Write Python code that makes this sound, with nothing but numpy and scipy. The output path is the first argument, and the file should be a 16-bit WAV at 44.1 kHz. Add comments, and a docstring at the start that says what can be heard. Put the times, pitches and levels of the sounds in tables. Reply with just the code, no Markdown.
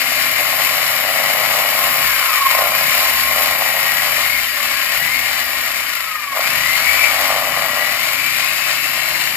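"""By a road, a handheld electric saw grinds into a concrete block close to a two-port stereo microphone.
It cuts until 2.0 s; the trigger is eased, the motor sags, then pulls up again when pressed at 2.5 s.
Two short easings follow near 4.4 and 4.7 s, a longer one from 5.8 to 6.3 s, and the whine ends climbing.
Gears and fan whine with the speed, mains torque knocks the gears, and rim and rough noise ring guard and blade.
Behind, a small petrol generator fires into its exhaust and sags after each new press of the trigger."""
import sys
import numpy as np
from scipy import signal
from scipy.fft import rfft, irfft, next_fast_len
from scipy.io import wavfile
from scipy.ndimage import uniform_filter1d

SR = 44100
rng = np.random.default_rng(int(sys.argv[2]) if len(sys.argv) > 2 else 0)


def wrap_up_sound(samples):
    """Save the sound to the file named by the first command line argument, as 16-bit audio."""
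    columns = np.atleast_2d(samples).T
    # keep every value between -1 and 1, then stretch to whole-number steps
    tamed = np.clip(columns, -1, 1)
    steps = np.round(tamed * 32767).astype(np.int16)
    wavfile.write(sys.argv[1], SR, steps)


N = 412776
T = np.arange(N) / SR  # seconds

PINION_TEETH, WHEEL_TEETH, FAN_BLADES, SEGMENTS = 8, 49, 12, 16  # counts
TORQUE_HZ = 99.95  # torque peaks, two a mains cycle

# Saw motor, before lift and waver of the tone: start_s, mesh_pitch_hz, mesh_level_db
MOTOR_SPEED = [(0.0, 2163, -33), (0.8, 2008, -32), (1.2, 1966, -32), (2.0, 1916, -35), (2.06, 1762, -27),
               (2.14, 1610, -29), (2.28, 1345, -33), (2.38, 1150, -25), (2.42, 1105, -22),
               (2.47, 1076, -24), (2.49, 1107, -43), (2.54, 1310, -51), (2.65, 1490, -45),
               (2.75, 1615, -40), (2.9, 1775, -36), (3.1, 1925, -35), (3.35, 1985, -33), (3.7, 1914, -31),
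               (3.9, 1914, -30), (4.05, 1966, -30), (4.2, 2080, -31), (4.32, 2195, -25), (4.43, 2085, -29),
               (4.58, 1770, -33), (4.7, 1760, -40), (4.76, 1680, -30), (4.86, 1580, -36), (4.93, 1790, -30),
               (5.03, 1968, -27), (5.2, 2205, -26), (5.3, 2099, -36), (5.45, 1900, -31), (5.68, 1850, -36),
               (5.81, 1600, -40), (6.03, 1308, -38), (6.07, 1295, -30), (6.22, 1190, -31),
               (6.34, 1083, -31), (6.38, 1245, -42), (6.5, 1742, -30), (6.62, 1945, -26), (6.69, 2045, -23),
               (6.86, 2237, -25), (6.95, 2295, -22), (7.05, 2335, -23), (7.12, 2290, -33), (7.3, 2080, -35),
               (7.5, 1980, -30), (7.62, 1948, -29), (7.75, 1930, -28), (7.88, 1968, -27), (8.0, 2056, -35),
               (8.15, 2205, -36), (8.28, 2360, -26), (8.42, 2475, -34), (8.6, 2588, -26), (8.72, 2635, -34),
               (8.9, 2695, -31), (9.36, 2780, -35)]
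# Lean of grinding and grit across the ports, used about its mean: start_s, left_minus_right_db
STEREO_LEAN = [(0.0, 11.5), (2.8, 9.5), (4.8, 11.5), (6.3, 10.5), (6.6, 11), (9.36, 12.5)]


def saw():
    """Motor speed turns the gears and blade; mains torque and the blade's high spot drive the noises."""
    mesh_hz, mesh_db = curves(MOTOR_SPEED)
    tones_db = tones(mesh_hz, mesh_db)
    rattle_db, guard_db, grind_db, hiss_db = pressure()
    lean_db, = curves(STEREO_LEAN)
    mesh = np.cumsum(mesh_hz) / SR
    turns = spin(mesh)

    # the slower the blade, the harder it catches as the high spot comes round
    catch = np.clip(1.1 - mesh_hz / 2400, .1, 1)
    high_spot = np.cos(2 * np.pi * turns) + 0.84 * np.cos(4 * np.pi * turns + 1.1)
    catch_db = catch * high_spot
    # the bowed disc bites the sides of the cut twice a turn
    bite = beat(2 * turns, 2.1, 3.1)
    flicker = undb(0.73 * walk(30))

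    # each torque peak knocks the gear play shut, hardest under load
    torque = TORQUE_HZ * T + .22 + 0.027 * walk(40)
    knock = beat(torque, 4.2, 1.2)
    load = np.clip((rattle_db + 38) / 9, 0, 1)
    loaded_knock = load * knock
    # each blow gets a random sign, so the knocks rasp without a steady pitch
    blow_sign = rng.choice([-1, 1], int(torque[-1]) + 2)[torque.astype(int)]
    blows = load * blow_sign * clicks(torque, 1.2)
    # the gaps between the rim segments tick past, weaker under load
    rough = rim(turns, 0.907)
    scrape = rough + (3.0 - 1.5 * load) * clicks(SEGMENTS * turns, 3.0)

    rattle = gear_rattle(turns, flicker, load, loaded_knock, blows, rough) * undb(rattle_db)
    guard = guard_noise(flicker, catch_db, loaded_knock, blows, scrape) * undb(guard_db)
    guard = guard + guard_sing(blows, scrape)
    grind = grinding(flicker, catch_db, bite, loaded_knock, blows, scrape) * undb(grind_db - 3.0)
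    grind = grind + blade(rng.standard_normal(N) + 8.0 * blows + 1.2 * scrape) * undb(grind_db - 7.0)
    hiss = grit_hiss(high_spot, bite, loaded_knock) * undb(hiss_db)
    lean = (lean_db - lean_db.mean()) * np.array([[.3], [-.7]])
    return rattle + guard + (grind + hiss) * undb(lean) + whine(mesh, mesh_hz, *tones_db)


def whine(mesh, mesh_hz, mesh_db, octave_db, fan_db, hum_db):
    """Gear mesh and octave throb with the blade turn; fan blades and armature hum run beside them."""
    armature = 2 * np.pi * mesh / PINION_TEETH
    turn = 2 * np.pi * spin(mesh)
    # the faster the gears, the more unevenly the teeth meet, and part of the tone spreads into a rough band
    uneven = (mesh_hz.clip(None, 2250) / 2200) ** 2
    random_wobble = .3 * walk(200) + .4 * walk(45)
    turn_wobble = .3 * np.sin(turn + 1.5) + .55 * np.sin(2 * turn)
    wobble = uneven * (random_wobble + turn_wobble)  # radians
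    # the teeth press hardest while the high spot of the blade is in the cut, more so when slow
    throb_depth_db = (12.5 - mesh_hz / 190).clip(1)
    throb = undb(throb_depth_db * np.cos(turn) + .8 * walk(60))
    # the pinion runs out of true, which sets strands beside the mesh tone
    throb = throb * (1 + .3 * uneven * walk(400) + .55 * uneven * np.cos(armature))
    # hold the running rms at 1
    throb = throb / np.sqrt(uniform_filter1d(throb ** 2, size=SR // 4))

    # (cycles per armature turn, level, swell, phase drift)
    voices = [(PINION_TEETH, mesh_db, throb, wobble), (2 * PINION_TEETH, octave_db, throb, wobble),
              (FAN_BLADES, fan_db, 1, 0.49 * wobble), (1, hum_db, 1, 0)]
    out = 0
    for order, db, swell, drift in voices:
        tone = np.sqrt(2) * np.sin(order * armature + drift)
        out = out + undb(db) * panned(mesh_hz * order / PINION_TEETH) * swell * tone
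    return out


# Octave of the mesh tone, before waver: start_s, level_db
OCTAVE_LEVEL = [(0.0, -46), (2.0, -47), (2.08, -39), (2.2, -35), (2.34, -33), (2.42, -27), (2.47, -30),
                (2.54, -46), (3.3, -43), (3.6, -47), (6.0, -46), (6.15, -43), (6.33, -37), (6.42, -47),
                (6.66, -45), (6.8, -36), (6.95, -40), (7.1, -47), (9.36, -50)]
GUARD_LIFT_HZ, GUARD_LIFT_WIDTH_HZ, GUARD_LIFT_DB = 1086, 14, 2  # a mesh tone passing here is lifted
COWL_HZ, COWL_WIDTH_HZ = 2330, 520  # the cowl favours the fan tone here
FAN_DB, FAN_SURGE_DB = -41, 11
HUM_DB, HUM_DB_PER_KHZ, HUM_REFERENCE_HZ = -55, 8, 2000  # HUM_DB holds at this mesh rate
TONE_WAVER_DB = 1.8


def tones(mesh_hz, mesh_db):
    """Levels of mesh tone, octave, fan and hum: the fan sings on restart, the hum grows with speed."""
    khz_above = (mesh_hz - HUM_REFERENCE_HZ) / 1000
    off_guard = 2 * (mesh_hz - GUARD_LIFT_HZ) / GUARD_LIFT_WIDTH_HZ
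    lift_db = GUARD_LIFT_DB / (1 + off_guard ** 2)
    sag_hz = trigger()[1]
    fan_hz = mesh_hz * FAN_BLADES / PINION_TEETH
    off_cowl = 2 * (fan_hz - COWL_HZ) / COWL_WIDTH_HZ
    surge = np.clip(sag_hz, 0, 1) / (1 + off_cowl ** 4)
    levels = (mesh_db + lift_db, curves(OCTAVE_LEVEL)[0],
              FAN_DB + FAN_SURGE_DB * surge, HUM_DB + HUM_DB_PER_KHZ * khz_above.clip(None, .1))
    return [db + TONE_WAVER_DB * walk(17) for db in levels]


# Pan of tones from the saw: pitch_hz, left_db, right_db
SAW_TONE_PAN = [(300, 2, 2), (1102.6, 1.5, 4.5), (2150, 7, -13), (3050, 9, -12), (3260, -4, -16),
                (3750, 4, -12), (4100, 7, -9)]


def panned(hz):
    """Left and right gain of a tone, set by its pitch."""
    at, *pan_db = np.transpose(SAW_TONE_PAN)
    return undb([np.interp(hz, at, p) for p in pan_db])


# Moments when the high spot of the slowed blade is in the cut: time_s
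HIGH_SPOT_TIMES = [2.422, 6.283]


def spin(mesh):
    """Blade turns through the gear ratio, nudged so that the high spot meets the cut at the given times."""
    turns = mesh / WHEEL_TEETH
    at = np.interp(HIGH_SPOT_TIMES, T, turns)
    return turns + 1 + np.interp(T, HIGH_SPOT_TIMES, np.round(at) - at)


# Cutting noises before flutter, coasting and trims (rattle as with the trigger held):
# start_s, rattle_level_db, guard_level_db, grinding_level_db, grit_level_db
CUT_LEVELS = [(0.0, -33, -31, -18.5, -25.5), (0.5, -29, -29, -19, -24), (1.0, -31, -28, -19.5, -24.5),
              (1.1, -26.5, -28.5, -20, -26), (1.95, -28, -26, -18, -22), (2.4, -30.5, -28, -19.5, -23),
              (2.52, -27.5, -26.5, -18, -21.5), (2.6, -24, -23.5, -19.5, -23),
              (2.82, -29.5, -28, -18.5, -23), (2.92, -32, -29, -17.5, -22), (3.02, -29.5, -28, -17, -22),
              (3.16, -31.5, -29, -18.5, -22), (3.6, -27, -28.5, -19.5, -23.5), (4.25, -32, -29, -19, -25),
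              (4.5, -39, -35, -20.5, -26.5), (4.62, -33, -29, -20, -27), (4.95, -34, -31.5, -19.5, -26.5),
              (5.78, -35.5, -30, -21.5, -28), (6.3, -38.5, -36, -27.5, -34.5), (6.37, -29, -29, -23, -30),
              (6.51, -31.5, -26.5, -19, -27), (6.65, -34, -28.5, -19.5, -27.5),
              (6.93, -31, -27, -17.5, -25), (7.2, -28, -27, -19, -26.5), (7.43, -26.5, -28, -21.5, -29),
              (7.7, -28.5, -27, -21, -28.5), (8.05, -32.5, -30, -20, -27.5), (8.2, -35.5, -29, -19, -28),
              (9.36, -35, -32.5, -20.5, -28)]
COAST_RATTLE_DB, RATTLE_FLUTTER_DB = -5.5, .8
GUARD_FLUTTER = 0.33  # share of the rattle's flutter that the guard follows


def pressure():
    """Levels of rattle, guard, grinding and grit; the rattle flutters and dies down while the motor coasts."""
    rattle_db, guard_db, grind_db, hiss_db = curves(CUT_LEVELS)
    flutter_db = RATTLE_FLUTTER_DB * walk(16)
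    rattle_db = rattle_db + COAST_RATTLE_DB * trigger()[0] + flutter_db
    return rattle_db, guard_db + GUARD_FLUTTER * flutter_db, grind_db, hiss_db


# Gear rattle at the two ports, relative levels: pitch_hz, left_db, right_db, likeness (0-1)
RATTLE_COLOUR = [(365, -36, -30.5, 1), (475, -15.5, -13.5, 0.99), (605, -2, 0, 1), (780, -2.5, 0.5, 0.61),
                 (957, -8, -14, 1), (1129, -19, -8, 0.64)]


def gear_rattle(turns, flicker, load, loaded_knock, blows, rough):
    """Loose gears chatter twice a blade turn; under load the noise bunches into torque knocks."""
    chatter = undb(2.8 * np.cos(4 * np.pi * turns))
    knocking = 1 - .65 * load + 1.3 * loaded_knock
    return gated(flicker * chatter * knocking, RATTLE_COLOUR, 14.0 * blows + .6 * rough)


# Blade guard at the two ports, relative levels: pitch_hz, left_db, right_db, likeness (0-1)
GUARD_COLOUR = [(888, -12.5, -9, 0.98), (937, -15, -14, 0.83), (1088, -1.5, -1.5, 0.92), (1090, -4.5, 0, 1),
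                (1114, -2, -5.5, 0.54), (1163, -2.5, -2, 0.61), (1380, -4, -3.5, 0.21),
                (1510, -7.5, -13, 0.35), (1720, -20, -35, .6)]


def guard_noise(flicker, catch_db, loaded_knock, blows, scrape):
    """Gear blows and rim scrape shake the guard, swelling as the blade catches."""
    gate = flicker * undb(4.1 * catch_db) * (1 + 0.38 * loaded_knock)
    return gated(gate, GUARD_COLOUR, 14.0 * blows + 0.64 * scrape)


# The guard's own pitch: start_s, level_db
SING_LEVEL = [(0.0, -52), (1.0, -46), (2.0, -31.5), (2.53, -29), (2.58, -28), (2.86, -26), (2.92, -32.5),
              (3.5, -32.5), (3.7, -51), (5.6, -41.5), (6.3, -48), (6.5, -42), (7.5, -43), (9.36, -45)]
SING_HZ, SING_WIDTH_HZ = 1072, 40


def guard_sing(blows, scrape):
    """Noise, blows and scrape excite the guard's own pitch through two resonances, one wider."""
    push = rng.standard_normal(N) + 10.0 * blows + scrape
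    sing = ring(ring(push, SING_HZ, SING_WIDTH_HZ), SING_HZ, 2.3 * SING_WIDTH_HZ)
    return unit(panned([SING_HZ]) * sing) * undb(curves(SING_LEVEL)[0])


# Grinding at the two ports, relative levels: pitch_hz, left_db, right_db, likeness (0-1)
GRIND_COLOUR = [(1373, -5, -51, 0.76), (1664, -7, -14, 0.35), (1830, -1, -16, 0.27), (2160, 1, -15, 0.42),
                (2270, -4, -22, 0.41), (3095, -4.5, -14.5, 0.43), (3160, -14.5, -22, 0.17),
                (3780, -10, -12, 0.3), (4620, -6.5, -17, 1), (5593, -19, -10.5, 0.84),
                (6120, -17.5, -27, 1), (7180, -11.5, -12.5, 0.043), (8880, -22, -23.5, 0.021),
                (10480, -17.5, -10.5, 0.046)]


def grinding(flicker, catch_db, bite, loaded_knock, blows, scrape):
    """Broad noise of rim on concrete, swelling with each catch and bite of the blade."""
    gate = flicker * undb(2.5 * catch_db) * (1 + 0.53 * bite) * (1 + 0.16 * loaded_knock)
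    return gated(gate, GRIND_COLOUR, 4.5 * blows + 0.33 * scrape)


# Resonances of the steel disc, relative levels before pan: pitch_hz, width_hz, level_db
BLADE_MODES = [(1374, 35, -1.5), (1664, 43, -1), (1896, 58, 1), (2124, 10, 2.5), (2215, 20, 4),
               (2323, 51, 1.5), (2390, 27, -22), (2990, 38, -14), (3800, 32, -28), (4570, 40, -5),
               (4796, 31, -5.5)]


def blade(push):
    """The steel disc rings at its own pitches."""
    return unit(sum(undb(db) * panned([hz]) * ring(push, hz, width) for hz, width, db in BLADE_MODES))


# Grit hiss at the two ports, relative levels: pitch_hz, left_db, right_db, likeness (0-1)
HISS_COLOUR = [(8040, -57, -54, 0.23), (9300, -9.5, -57, 0.1), (11360, 1.5, -10, 0.16),
               (11990, -2, 5, 0.13), (12970, 7, -14, 0.29), (13600, -2, -28, 0.28), (14300, 3, -1, 0.12),
               (15380, -27, -1, 0.29)]


def grit_hiss(high_spot, bite, loaded_knock):
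    """Grit flies off as noise with random spikes, swelling with the high spot and the bite."""
    spray = undb(0.98 * rng.exponential(1, N) + 1.0 * walk(200) + 0.21 * high_spot)
    return gated(spray * (1 + 0.5 * bite) * (1 + 0.43 * loaded_knock), HISS_COLOUR)


def rim(turns, keep, size=512):
    """Roughness of the blade rim: nearly the same scrape comes round each turn, wearing slowly."""
    keep = np.clip(keep, 0, .99)
    fresh = rng.standard_normal((int(turns[-1]) + 40, size))
    rows = signal.lfilter([np.sqrt(1 - keep ** 2)], [1, -keep], fresh, axis=0)[30:]
    return np.interp(turns * size, np.arange(rows.size), rows.ravel())


# Easings of the trigger and the generator's dip after the press: eased_s, pressed_s, sag_hz
TRIGGER_EASINGS = [(2.019, 2.504, 4.7), (4.439, 4.546, 0.31), (4.725, 4.853, 4.28), (5.827, 6.336, 5.9)]
FINGER_S, PICKUP_S = 0.0445, 0.022  # ramp of the easing; it is fully over this long after the press
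SAG_S, RECOVER_S, CREST_S, SETTLE_S = 0.117, 0.33, 0.105, 0.558  # successive steps of the governor
OVERSHOOT = .22  # share of the sag


def trigger():
    """How far the trigger is eased (0-1), and how far the generator sags (Hz) after each new press."""
    eased, sag_hz = 0, 0
    steps = np.cumsum([0, SAG_S, RECOVER_S, CREST_S, SETTLE_S])
    for off, on, hz in TRIGGER_EASINGS:
        letting_go = np.clip((T - off) / FINGER_S, 0, 1)
        still_eased = np.clip((on + PICKUP_S - T) / FINGER_S, 0, 1)
        eased = eased + letting_go * still_eased
        sag_hz = sag_hz + hz * np.interp(T - on, steps, [0, 1, 0, -OVERSHOOT, 0])
    return eased, sag_hz


# Generator, before a slow flutter: start_s, exhaust_level_db, lowest_resonance_level_db
ENGINE_LEVELS = [(0.0, -47, -54), (1.67, -46.5, -54), (1.9, -45, -49), (1.95, -44, -68), (2.06, -44, -44),
                 (2.27, -65, -55), (2.87, -38, -50), (2.94, -50, -63), (3.0, -52, -49), (3.26, -49, -46),
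                 (3.86, -45.5, -55), (4.4, -47.5, -45), (4.59, -60, -57), (4.67, -55, -52),
                 (4.82, -65, -58), (5.03, -43.5, -47), (6.02, -70, -57), (6.41, -62, -62),
                 (6.49, -43.5, -53), (6.72, -41, -47), (6.8, -44, -56), (6.88, -53, -42), (7.45, -47, -53),
                 (9.36, -45.5, -53)]
# Exhaust resonances, relative levels (two filters in a row, each twice this width):
# pitch_hz, width_hz, level_db, extra_db_per_hz_of_sag
EXHAUST_MODES = [(80, 12, -13, 4.5), (110, 7.8, -0.5, -3), (151.5, 14.6, 3.5, 0.5), (257, 42, -7.5, 0)]
BOOM_HZ, BOOM_WIDTH_HZ = 58.5, 24  # lowest resonance, two filters in a row
# Rumble at the two ports, relative levels: pitch_hz, left_db, right_db, likeness (0-1)
RUMBLE_COLOUR = [(22, -26, -24, .85), (40, -9, -8, 0.78), (55, -10, -8, 0.95), (100, -6.5, -7, 0.97),
                 (180, -9, -11.5, 1), (255, -0.5, -1.5, 1), (330, -5.5, -7, 1), (425, -14, -8, 1),
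                 (600, -27, -25, 1)]
ENGINE_LAG = 13  # samples
ENGINE_HZ = 29.4  # governed firing rate


def generator():
    """A firing every second engine turn rings the exhaust, over loose rumble."""
    hz, rumble_db = governor()
    level_db, boom_db = curves(ENGINE_LEVELS)
    puffs = clicks(np.cumsum(hz) / SR, 0.45)
    labour_hz = (ENGINE_HZ - hz).clip(0, 4)
    pipe = 0
    for f, width, db, labour_db in EXHAUST_MODES:
        mode = ring(ring(puffs, f, 2 * width), f, 2 * width)
        pipe = pipe + undb(db + labour_db * labour_hz) * mode
    boom = ring(ring(puffs, BOOM_HZ, BOOM_WIDTH_HZ), BOOM_HZ, BOOM_WIDTH_HZ)
    pipe = undb(.8 * walk(6)) * (unit(pipe) * undb(level_db) + unit(boom) * undb(boom_db))
    # the engine stands to one side, so the left port hears it a little late
    pipe = np.array([np.roll(pipe, ENGINE_LAG), pipe])
    rumble = gated(undb(0.19 * walk(6)), RUMBLE_COLOUR)
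    return pipe + rumble * undb(rumble_db)


UNLOADED_HZ = .9  # rise of the firing rate while the trigger is eased
THROTTLE_S = 0.13  # averaging time of the throttle
RUMBLE_DB, RUMBLE_UNLOADED_DB = -46, -5
RUMBLE_PER_RATTLE = 0.37  # dB per dB of rattle about its mean


def governor():
    """Firing rate and rumble level: light when the saw coasts, labouring when it restarts."""
    eased, sag_hz = trigger()
    smooth = uniform_filter1d(eased, max(int(THROTTLE_S * SR), 1))
    idle = np.interp(T - THROTTLE_S / 2, T, smooth)
    draw_db = curves(CUT_LEVELS)[0]
    draw_db = draw_db - draw_db.mean()
    hz = ENGINE_HZ + UNLOADED_HZ * idle - sag_hz + .1 * walk(1.5)
    return hz, RUMBLE_DB + RUMBLE_UNLOADED_DB * idle + RUMBLE_PER_RATTLE * draw_db


def undb(db):
    """Decibels to gain."""
    return 10 ** (np.asarray(db) / 20)


def unit(x):
    """Scale so that the mean of the channels has rms 1."""
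    return x / np.sqrt(np.mean(np.atleast_2d(x).mean(axis=0) ** 2))


def curves(table):
    """Columns of a time table, one value a sample."""
    s, *columns = np.transpose(table)
    return [np.interp(T, s, c) for c in columns]


def walk(rate):
    """Random levels held 1 / rate s and slewed twice; spread near 1."""
    k = int(SR / rate)
    held = np.repeat(rng.standard_normal(N // k + 1), k)
    return 1.643 * uniform_filter1d(uniform_filter1d(held, k), k)[:N]


def ring(x, hz, width):
    """Two-pole resonance, gain 1 at the centre."""
    return signal.lfilter(*signal.iirpeak(hz, hz / width, fs=SR), x)


def cycle_sizes(cycles, scatter_db):
    """A random size for each cycle, held through it."""
    size = undb(scatter_db * rng.standard_normal(int(cycles[-1]) + 2))
    return size[cycles.astype(int)]


def beat(cycles, sharp, scatter_db):
    """One decaying burst a cycle, each of its own size."""
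    return cycle_sizes(cycles, scatter_db) * np.exp(-sharp * (cycles % 1))


def clicks(cycles, scatter_db):
    """One click a cycle, each of its own size."""
    return cycle_sizes(cycles, scatter_db) * np.diff(np.floor(cycles), prepend=0).clip(0, 1)


def gated(gate, table, push=0):
    """Noise that follows a gate, with a push that the ports share as far as they are alike."""
    return colour(gate * (rng.standard_normal(N) + push), gate * rng.standard_normal(N), table)


LEFT_LAG_S = 4 / 44100  # the left port hears coloured noise this much later


def colour(shared, own, table):
    """Each microphone port hears its own colour; the right one shares only part of the left one's sound."""
    size = next_fast_len(N // 2) * 2
    hz = np.arange(size // 2 + 1) * SR / size + 1  # 1 Hz up, to keep the logarithm finite
    at, left_db, right_db, like = np.transpose(table)
    log_hz, log_at = np.log(hz), np.log(at)
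    left, right = (causal(undb(np.interp(log_hz, log_at, db, left=-60, right=-60)), size)
                   for db in (left_db, right_db))
    like = np.clip(np.interp(log_hz, log_at, like), 0, 1)
    a, b = rfft(shared, size), rfft(own, size)
    lag = np.exp(-2j * np.pi * hz * LEFT_LAG_S)
    right_mix = like * a + np.sqrt(1 - like ** 2) * b
    return unit(irfft([left * lag * a, right * right_mix], size)[:, :N])


def causal(gain, size):
    """Minimum-phase response with this gain, which rings only after the blow."""
    cepstrum = irfft(np.log(gain), size)
    cepstrum[1:size // 2] *= 2
    cepstrum[size // 2 + 1:] = 0
    return np.exp(rfft(cepstrum))


def scene():
    """The saw close by, the generator behind."""
    return saw() + generator()


TOP_HZ = 16400  # upper limit of the recorder


def record(dry):
    """The recorder clips any peak beyond full scale and cuts the top."""
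    low_pass = signal.ellip(12, .2, 90, TOP_HZ, fs=SR, output="sos")
    return signal.sosfilt(low_pass, np.clip(dry, -1, 1))


dry = scene()
out = record(dry)
wrap_up_sound(out)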